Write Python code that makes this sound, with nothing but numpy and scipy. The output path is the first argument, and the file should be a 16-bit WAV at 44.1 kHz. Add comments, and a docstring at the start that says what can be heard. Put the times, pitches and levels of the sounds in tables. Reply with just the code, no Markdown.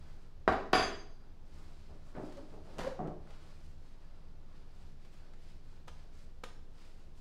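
"""A dull knock and a ringing clatter, just after a faint rustle of wet hands: a metal utensil is laid
down at a steel sink, thudding into the basin and ringing in its own modes. A paper towel roll rumbles
and hoots on its holder, the perforations of a sheet snap and the roll thumps back. Wet hands rub and
pat the sheet, making its fibres crackle. The kitchen is small and hard, with a low steady throb."""
import sys
import numpy as np
from scipy import signal
from scipy.fft import rfft, irfft, next_fast_len
from scipy.io import wavfile
from scipy.ndimage import uniform_filter1d, map_coordinates

SR = 44100
rng = np.random.default_rng(int(sys.argv[2]) if len(sys.argv) > 2 else 0)


def transcribe(u):
    """Save the signal u as a 16-bit wav file named by the first command-line argument.

    u: samples, shape (n,) or (channels, n), limited to [-1, 1]; the rate is SR.
    q: integer samples, one column per channel.
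    """
    v = np.clip(np.atleast_2d(u).T, -1, 1)
    q = np.round(v * 32767).astype(np.int16)
    wavfile.write(sys.argv[1], SR, q)


N = 317895
TIME = np.arange(N) / SR

# utensil hits on the sink: t/s, thud/dB, contact brightness/Hz, clash/dB, ring/dB, tilt/(dB per octave)
SINK_HITS = [(0.4781, 5, 2450, -35, -63.5, 5), (0.4852, -17.5, 1440, -56.5, -64, -1),
             (0.4889, -11, 2170, -55.5, -71, 4), (0.5238, -17, 1900, -42.5, -64, 5),
             (0.7311, -8, 3800, -26, -38, -12), (0.7336, 2.5, 1490, -36, -46, 4),
             (0.7513, -4.5, 3200, -32.5, -40, 5.5), (0.7538, -2.5, 1480, -57, -53, -0.5),
             (0.777, -19, 3000, -36, -36, -5), (0.7965, -8.5, 2500, -35.5, -51, -5),
             (0.825, -14, 3000, -35.5, -38.5, -4)]
# EQ of the basin's thud and of the steel-on-steel clash: f/Hz, level/dB
THUD_EQ = [(40, -29.5), (70, -6), (120, -9), (250, -7.5), (430, 3), (800, -0.5), (1200, -1.5), (2000, -8.5),
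           (3000, -30), (5000, -29), (15000, -17.5)]
CLASH_EQ = [(500, 0.5), (1500, 10), (2500, 6.5), (3400, 0), (4300, -2.5), (5700, -8.5), (7500, -17.5),
            (10000, -28.5), (12500, -52.5), (15500, -62.5)]
# resonances of the basin and of the utensil: f/Hz, level/dB, t60/s
BASIN_RING = [(68, -10.5, 0.68), (203.4, -4, 0.27), (262, -5.5, 0.43), (415, -1.5, 0.16), (669, -12, 0.11),
              (785, 2.5, 0.229), (1000, -18.5, 0.2), (1143, -6, 0.19), (1450, -17, 0.26),
              (1830, -13, 0.1426)]
UTENSIL_RING = [(2993, -16, .38), (3323, -11, .4), (4510, -13.5, .43), (4798, -1.5, .33), (6344, -11, .39),
                (7283, -19.5, .41), (9103, -29, .43), (9435, -21, .41), (10760, -18, .28),
                (12190, -32.5, .32), (13790, -41, .35), (15650, -51, .25)]

def sink():
    """Each hit thuds into the damped basin, scrapes steel on steel and sets the utensil ringing."""
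    s, thud_db, bright_hz, clash_db, ring_db, tilt_db = np.transpose(SINK_HITS)
    thuds = np.zeros(N)
    for at, db, hz in zip(s, thud_db, bright_hz):
        add(thuds, at, amp(db) * pulse(THUD_EQ, hz, slope=7.7))
    # the steel sheet's many short modes thicken the thud
    body = scatter(thuds, [(200, 0.062), (4000, 0.024)], wet_db=-5.5, rise_s=0.00077)
    contact = sum(burst(at, db, dying_s=0.0097) for at, db in zip(s, clash_db))
    clash = contact * colour(rng.standard_normal(N), CLASH_EQ)
    basin = amp(-38.5) * ring(BASIN_RING, np.c_[s, thud_db, np.zeros_like(s)], waver=0.44)
    utensil = ring(UTENSIL_RING, np.c_[s, ring_db, tilt_db], waver=0.33)
    impact = room(body, wet_db=-2) + room(clash, wet_db=0)
    return impact + room(basin, wet_db=-6) + room(utensil, wet_db=-8)


# knocks of the roll on its holder: t/s, level/dB, contact brightness/Hz, holder ring/dB
ROLL_KNOCKS = [(2.1513, -22.5, 3800, -51), (2.176, -25, 1800, -46), (2.199, -15, 1410, -48),
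               (2.238, -18.5, 900, -65), (2.380, -25, 900, -56), (2.992, -24, 1400, -36.5),
               (3.003, -16.5, 1200, -34.5), (3.031, -16, 900, -57), (3.049, -25, 1094, -51),
               (3.081, -14, 786, -51), (3.116, -28, 920, -45.5)]
# tugs that spin the roll: peak t/s, length/s, rumble/dB
ROLL_TUGS = [(1.899, 0.077, -58), (2.175, 0.094, -45), (2.392, 0.092, -56.5), (2.534, 0.081, -53),
             (2.672, 0.11, -57.5), (2.794, 0.097, -48), (3.009, 0.084, -41)]
# EQ of the hollow roll: f/Hz, level/dB
ROLL_EQ = [(60, -9), (105, -10), (150, -4), (210, 1), (280, -2), (380, -1), (480, -7), (720, -6),
           (1100, -15), (1700, -23), (4000, -45), (8000, -68)]
# resonances of the holder: f/Hz, level/dB, t60/s
HOLDER_RING = [(210, -6, 0.2), (596, -13, .12), (730, 2, 0.063), (1147, -10, 0.044)]

def roll():
    """The cardboard core rumbles round its post at each tug, and knocks against the holder."""
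    knocks = np.zeros(N)
    for s, db, bright_hz, _ in ROLL_KNOCKS:
        add(knocks, s, amp(db) * pulse(ROLL_EQ, bright_hz, slope=3))
    holder = ring(HOLDER_RING, [(s, ring_db, 0) for s, _, _, ring_db in ROLL_KNOCKS], waver=0.23)
    # the roll speeds up quickly, then coasts
    spin = sum(amp(db) * swell(s, length_s, rise=0.22) for s, length_s, db in ROLL_TUGS)
    soft_contact = signal.butter(1, 1100, fs=SR)
    bumps = signal.lfilter(*soft_contact, grains(per_s=600, spread_db=0.5))
    rumble = spin * colour(bumps, ROLL_EQ)
    return room(knocks + rumble, wet_db=-0.5) + room(holder, wet_db=-19)


# slips of the core on its post: peak t/s, length/s, level/dB, f/Hz
CORE_SLIPS = [(2.391, .03, -47, 579), (2.853, .02, -37.5, 505), (2.877, .015, -30.5, 540),
              (2.925, .024, -41.5, 535)]

def judder(glide_hz_per_s=500):
    """The core sticks and slips on its post; each slip is a short, rough, rising hoot."""
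    hoots = np.zeros(N)
    roughness = 1 + 0.0247 * drift(rate=280)
    for s, length_s, db, hz in CORE_SLIPS:
        pitch = hz + glide_hz_per_s * np.clip(TIME - s, -length_s, length_s)
        phase = 2 * np.pi * np.cumsum(pitch * roughness) / SR
        tone = np.sin(phase) + amp(-18.5) * np.sin(2 * phase)
        hoots += amp(db) * swell(s, length_s, rise=0.78) * tone
    return room(hoots, wet_db=-7)


# EQ of the rip: f/Hz, level/dB
TEAR_EQ = [(60, 5), (150, -7), (274, -1.5), (370, -17), (600, -0.5), (1100, -4), (1800, -6), (2300, -13),
           (3500, -16), (4900, -17.5), (8000, -27.5), (13000, -37), (15500, -47)]

def tear(start_s=2.781, length_s=0.093, attack_s=0.0045, release_s=0.018, sag_db_per_s=38):
    """Perforations snap in a quick run; the rip weakens as it goes, then lets go."""
    t = np.maximum(TIME - start_s, 0)
    attack = np.minimum(t / attack_s, 1)
    release = np.exp(-np.clip((t - length_s) / release_s, 0, 20))
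    pull = attack * amp(-46 - sag_db_per_s * t) * release
    perforations = grains(per_s=2200, spread_db=3.3)
    return room(pull * colour(perforations, TEAR_EQ), wet_db=-0.5)


# pats and snaps of the sheet in the hands: t/s, level/dB, snap relative to level/dB, decay/s
HAND_PATS = [(2.323, -59.5, -3, 0.011), (2.371, -60.5, -1, 0.0086), (2.7841, -39.5, -3, 0.0012),
             (2.79, -39, -11, 0.0093), (3.073, -63, 1, 0.0053), (3.273, -57.5, -20, 0.0055),
             (3.305, -56.5, -6, 0.0066), (5.049, -61.5, -5.5, 0.0063), (5.3357, -54, -10.5, 0.0039),
             (5.875, -54, -13, 0.0072), (5.88, -49.5, -5, 0.0095), (6.436, -42.5, -18, 0.0031),
             (6.4382, -38.5, -4, 0.0026), (6.441, -48, -6.5, 0.0061)]
# EQ of the palm and of the snapping folds: f/Hz, level/dB
PALM_EQ = [(100, -12), (220, -2), (420, 1), (580, 5), (800, 0), (1450, -1), (2200, -8), (4000, -24),
           (9000, -45)]
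SNAP_EQ = [(800, -15), (2100, 0), (3200, 3), (4900, -2), (8000, -7), (11000, -18), (15500, -27)]

def pats(slap_s=6.4383):
    """The palm gives a dull puff and the folds snap under it."""
    palm = sum(burst(s, db, dying_s) for s, db, _, dying_s in HAND_PATS)
    folds = sum(burst(s, db + snap_db, dying_s) for s, db, snap_db, dying_s in HAND_PATS)
    puff = palm * colour(rng.standard_normal(N), PALM_EQ)
    # the hardest pat lands flat and pushes the air out at once
    add(puff, slap_s, amp(-19) * pulse(PALM_EQ, bright_hz=3000, slope=1))
    snap = folds * colour(rng.standard_normal(N), SNAP_EQ)
    return room(puff, wet_db=-6.5) + room(snap, wet_db=-2.5)


# wet hands move, reach for the roll, unroll it, gather the sheet and dry themselves:
# peak t/s, length/s, rustle/dB, crinkle relative to rustle/dB, rub relative to rustle/dB
HAND_STROKES = [(0.075, 0.25, -74, -6.5, 5.5), (0.245, 0.078, -79.5, -8, 6), (1.235, .12, -91, -8, 19),
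                (1.594, 0.27, -75, -5, 6), (1.843, 0.38, -75.5, -9, 0), (2.087, 0.096, -78.5, 0, 10),
                (2.169, 0.044, -75, -16, 21.5), (2.24, 0.14, -72, -4, -1), (2.352, 0.16, -71.5, -10, 4.5),
                (2.514, 0.13, -74, -8, 1), (2.754, 0.28, -70, -8, 5), (3.314, 0.17, -72, -10, 7),
                (3.474, 0.17, -72, -8, 5), (3.646, 0.2, -76, -4.5, -1.5), (3.873, 0.16, -77, -7, 3),
                (4.03, 0.063, -81, -11, 5.5), (4.16, 0.38, -81.5, -11.5, 8.5),
                (4.556, 0.19, -76.5, -11, 6.5), (4.805, 0.25, -75.5, -6.5, 2), (5.047, 0.089, -75, -9, -2),
                (5.151, 0.09, -73.5, -6, -2), (5.252, 0.17, -76, -12, 5.5), (5.476, 0.16, -70.5, -8, -6),
                (5.717, 0.17, -75.5, -7, 3.5), (5.989, 0.17, -73, -11, 2), (6.193, 0.13, -72.5, -4, -2),
                (6.829, 0.17, -70, -7.5, 0), (6.996, 0.15, -79, -4, 1.5), (7.19, .08, -76, -1.5, -3)]
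# EQ of the paper's rustle, its crisp creases and the rubbing skin: f/Hz, level/dB
RUSTLE_EQ = [(700, -20.5), (1600, 0.5), (2600, 1), (3500, -0.5), (4900, 0.5), (6500, -15.5), (9000, -14.5),
             (15000, -37)]
CRINKLE_EQ = [(3000, -17.5), (6000, -0.5), (8000, -2.5), (11000, -12), (15500, -16.5)]
RUB_EQ = [(150, -5), (350, 3), (700, 0.5), (1400, -1.5), (2500, -16.5), (5000, -33), (12000, -55)]

def towel():
    """At each stroke fibres crackle in clumps, finer where the sheet creases, over the rub of skin."""
    rustle, crinkle, rub = np.zeros((3, N))
    for s, length_s, db, crinkle_db, rub_db in HAND_STROKES:
        stroke = amp(db) * swell(s, length_s, rise=0.48)
        rustle += stroke
        crinkle += amp(crinkle_db) * stroke
        rub += amp(rub_db) * stroke
    rustle *= colour(grains(per_s=5000, spread_db=1.5), RUSTLE_EQ)
    crinkle *= colour(grains(per_s=1700, spread_db=0.5), CRINKLE_EQ)
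    rub *= colour(grains(per_s=2500, spread_db=3), RUB_EQ)
    clumps = amp(1.06 * drift(rate=60))
    return room((rustle + crinkle) * clumps + rub, wet_db=-3.5)


# EQ of the room's air, and the tones of its hum: f/Hz, level/dB
AIR_EQ = [(8, -12.5), (24, -6.5), (40, -10), (64, -18), (119, -21.5), (157, -22.5), (260, -28.5),
          (450, -32), (686, -36), (1000, -40), (2210, -48), (3400, -49), (4800, -50), (9000, -62.5),
          (15500, -67.5)]
HUM_TONES = [(65, -72.5), (73.5, -65), (82, -70), (111, -80), (147, -69.5), (210, -76.5), (329, -84)]

def room_tone(throb_hz=16.1):
    """A bed of air with a very low throb and a wavering hum."""
    air = amp(-56) * colour(rng.standard_normal(N), AIR_EQ)
    throb = amp(-46.5) * np.sin(2 * np.pi * throb_hz * TIME)
    hum = np.zeros(N)
    for hz, db in HUM_TONES:
        phase = 2 * np.pi * (hz * TIME + rng.random())
        hum += amp(db) * np.sin(phase + 0.002 * hz * drift(rate=4.4))
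    flutter = amp(3 * drift(rate=6.9))
    return air + np.sqrt(2) * (throb + hum * flutter)


# reverb time of the kitchen: f/Hz, t60/s
KITCHEN_DECAY = [(100, 0.59), (300, 0.61), (1000, 0.53), (3000, 0.47), (6000, 0.57), (14000, 0.38)]

def room(x, wet_db):
    """Close, hard walls add a short, bright reverb."""
    return scatter(x, KITCHEN_DECAY, wet_db, rise_s=0.0019)


def scatter(x, t60s, wet_db, rise_s):
    """Adds a diffuse tail of random echoes, each band dying at its own speed."""
    slots = np.arange(0, SR - 12, 12)
    taps = np.zeros(SR)
    taps[slots + rng.integers(0, 12, len(slots))] = rng.choice([-1., 1.], len(slots))
    hz, t, bands = signal.stft(taps, SR, nperseg=256)
    decay = amp(-60 * t / read(t60s, hz)[:, None])
    _, tail = signal.istft(bands * decay, SR, nperseg=256)
    tail *= 1 - np.exp(-np.arange(len(tail)) / SR / rise_s)
    return x + amp(wet_db) * signal.fftconvolve(x, tail / np.linalg.norm(tail))[:N]


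def ring(modes, strikes, waver):
    """Strikes (t/s, level/dB, tilt/(dB per octave)) feed modes that waver as the object rocks."""
    s, strike_db, tilt_db = np.transpose(strikes)
    live = slice(round(s.min() * SR) - 100, round(s.max() * SR) + SR)
    t, out = TIME[live], np.zeros(N)
    for hz, db, t60 in modes:
        fed = np.zeros(len(t))
        fed[np.searchsorted(t, s)] = amp(db + strike_db + tilt_db * np.log2(hz / 5000)) ** 2
        energy = signal.lfilter([1], [1, -amp(-120 / (t60 * SR))], fed)
        envelope = uniform_filter1d(np.sqrt(energy), size=60)
        tremolo, sway = (map_coordinates(row, [t * 45], mode="wrap")
                         for row in rng.standard_normal((2, 1024)))
        out[live] += envelope * np.exp(waver * tremolo) * np.sin(2 * np.pi * hz * t + 2 * waver * sway)
    return out


def pulse(eq, bright_hz, slope, size=4096):
    """One hit with a body's EQ; soft contact rolls off the treble."""
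    hz = abs(np.fft.fftfreq(size, 1 / SR))
    gain = unit(amp(read(eq, hz))) / np.sqrt(1 + (hz / bright_hz) ** slope)
    minimum_phase = np.exp(np.conj(signal.hilbert(np.log(gain + 1e-5))))
    return np.fft.ifft(minimum_phase).real[:size // 2]


def burst(s, db, dying_s):
    """Envelope of a sudden contact that dies away."""
    envelope = np.zeros(N)
    add(envelope, s, amp(db) * np.exp(-TIME[:SR // 4] / dying_s))
    return envelope


def swell(s, length_s, rise):
    """Envelope of a move that builds for the share rise of its length, peaks at s and eases off."""
    span_s = length_s * np.where(TIME < s, rise, 1 - rise)
    return np.exp(-np.minimum(((TIME - s) / span_s) ** 2, 20))


def grains(per_s, spread_db):
    """Random tiny clicks of uneven size."""
    size = amp(spread_db * np.minimum(rng.exponential(1, N), 4))
    return unit(size * rng.choice([-1, 1], N) * (rng.random(N) < per_s / SR))


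def drift(rate):
    """Smooth random modulation of rms 1, with about rate turns a second."""
    return unit(map_coordinates(rng.standard_normal(4096), [TIME * rate], mode="wrap"))


def colour(x, eq):
    """Runs x through an EQ curve, at rms 1."""
    size = next_fast_len(N)
    gain = amp(read(eq, np.fft.rfftfreq(size, 1 / SR)))
    return unit(irfft(rfft(x, size) * gain, size)[:N])


def read(points, hz):
    """Reads a table on a log-frequency axis."""
    f, value = np.transpose(points)
    return np.interp(np.log(hz + 1), np.log(f + 1), value)


def add(mix, s, sound):
    """Mixes a sound in at time s."""
    part = mix[round(s * SR):][:len(sound)]
    part += sound[:len(part)]


def amp(db):
    """Decibels to gain."""
    return 10 ** (np.asarray(db) / 20)


def unit(x):
    """Scales to rms 1."""
    return x / np.sqrt(np.mean(x ** 2) + 1e-20)


def scene():
    """The mono mix of all sources."""
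    return (sink() + roll() + tear() + judder() + towel() + pats() + room_tone())[None]


def record(dry):
    """A steep high cut takes off the very top."""
    high_cut = signal.firwin(511, 15750, window=("kaiser", 9), fs=SR)
    return signal.oaconvolve(dry, high_cut[None], "same")


dry = scene()
out = record(dry)
transcribe(out)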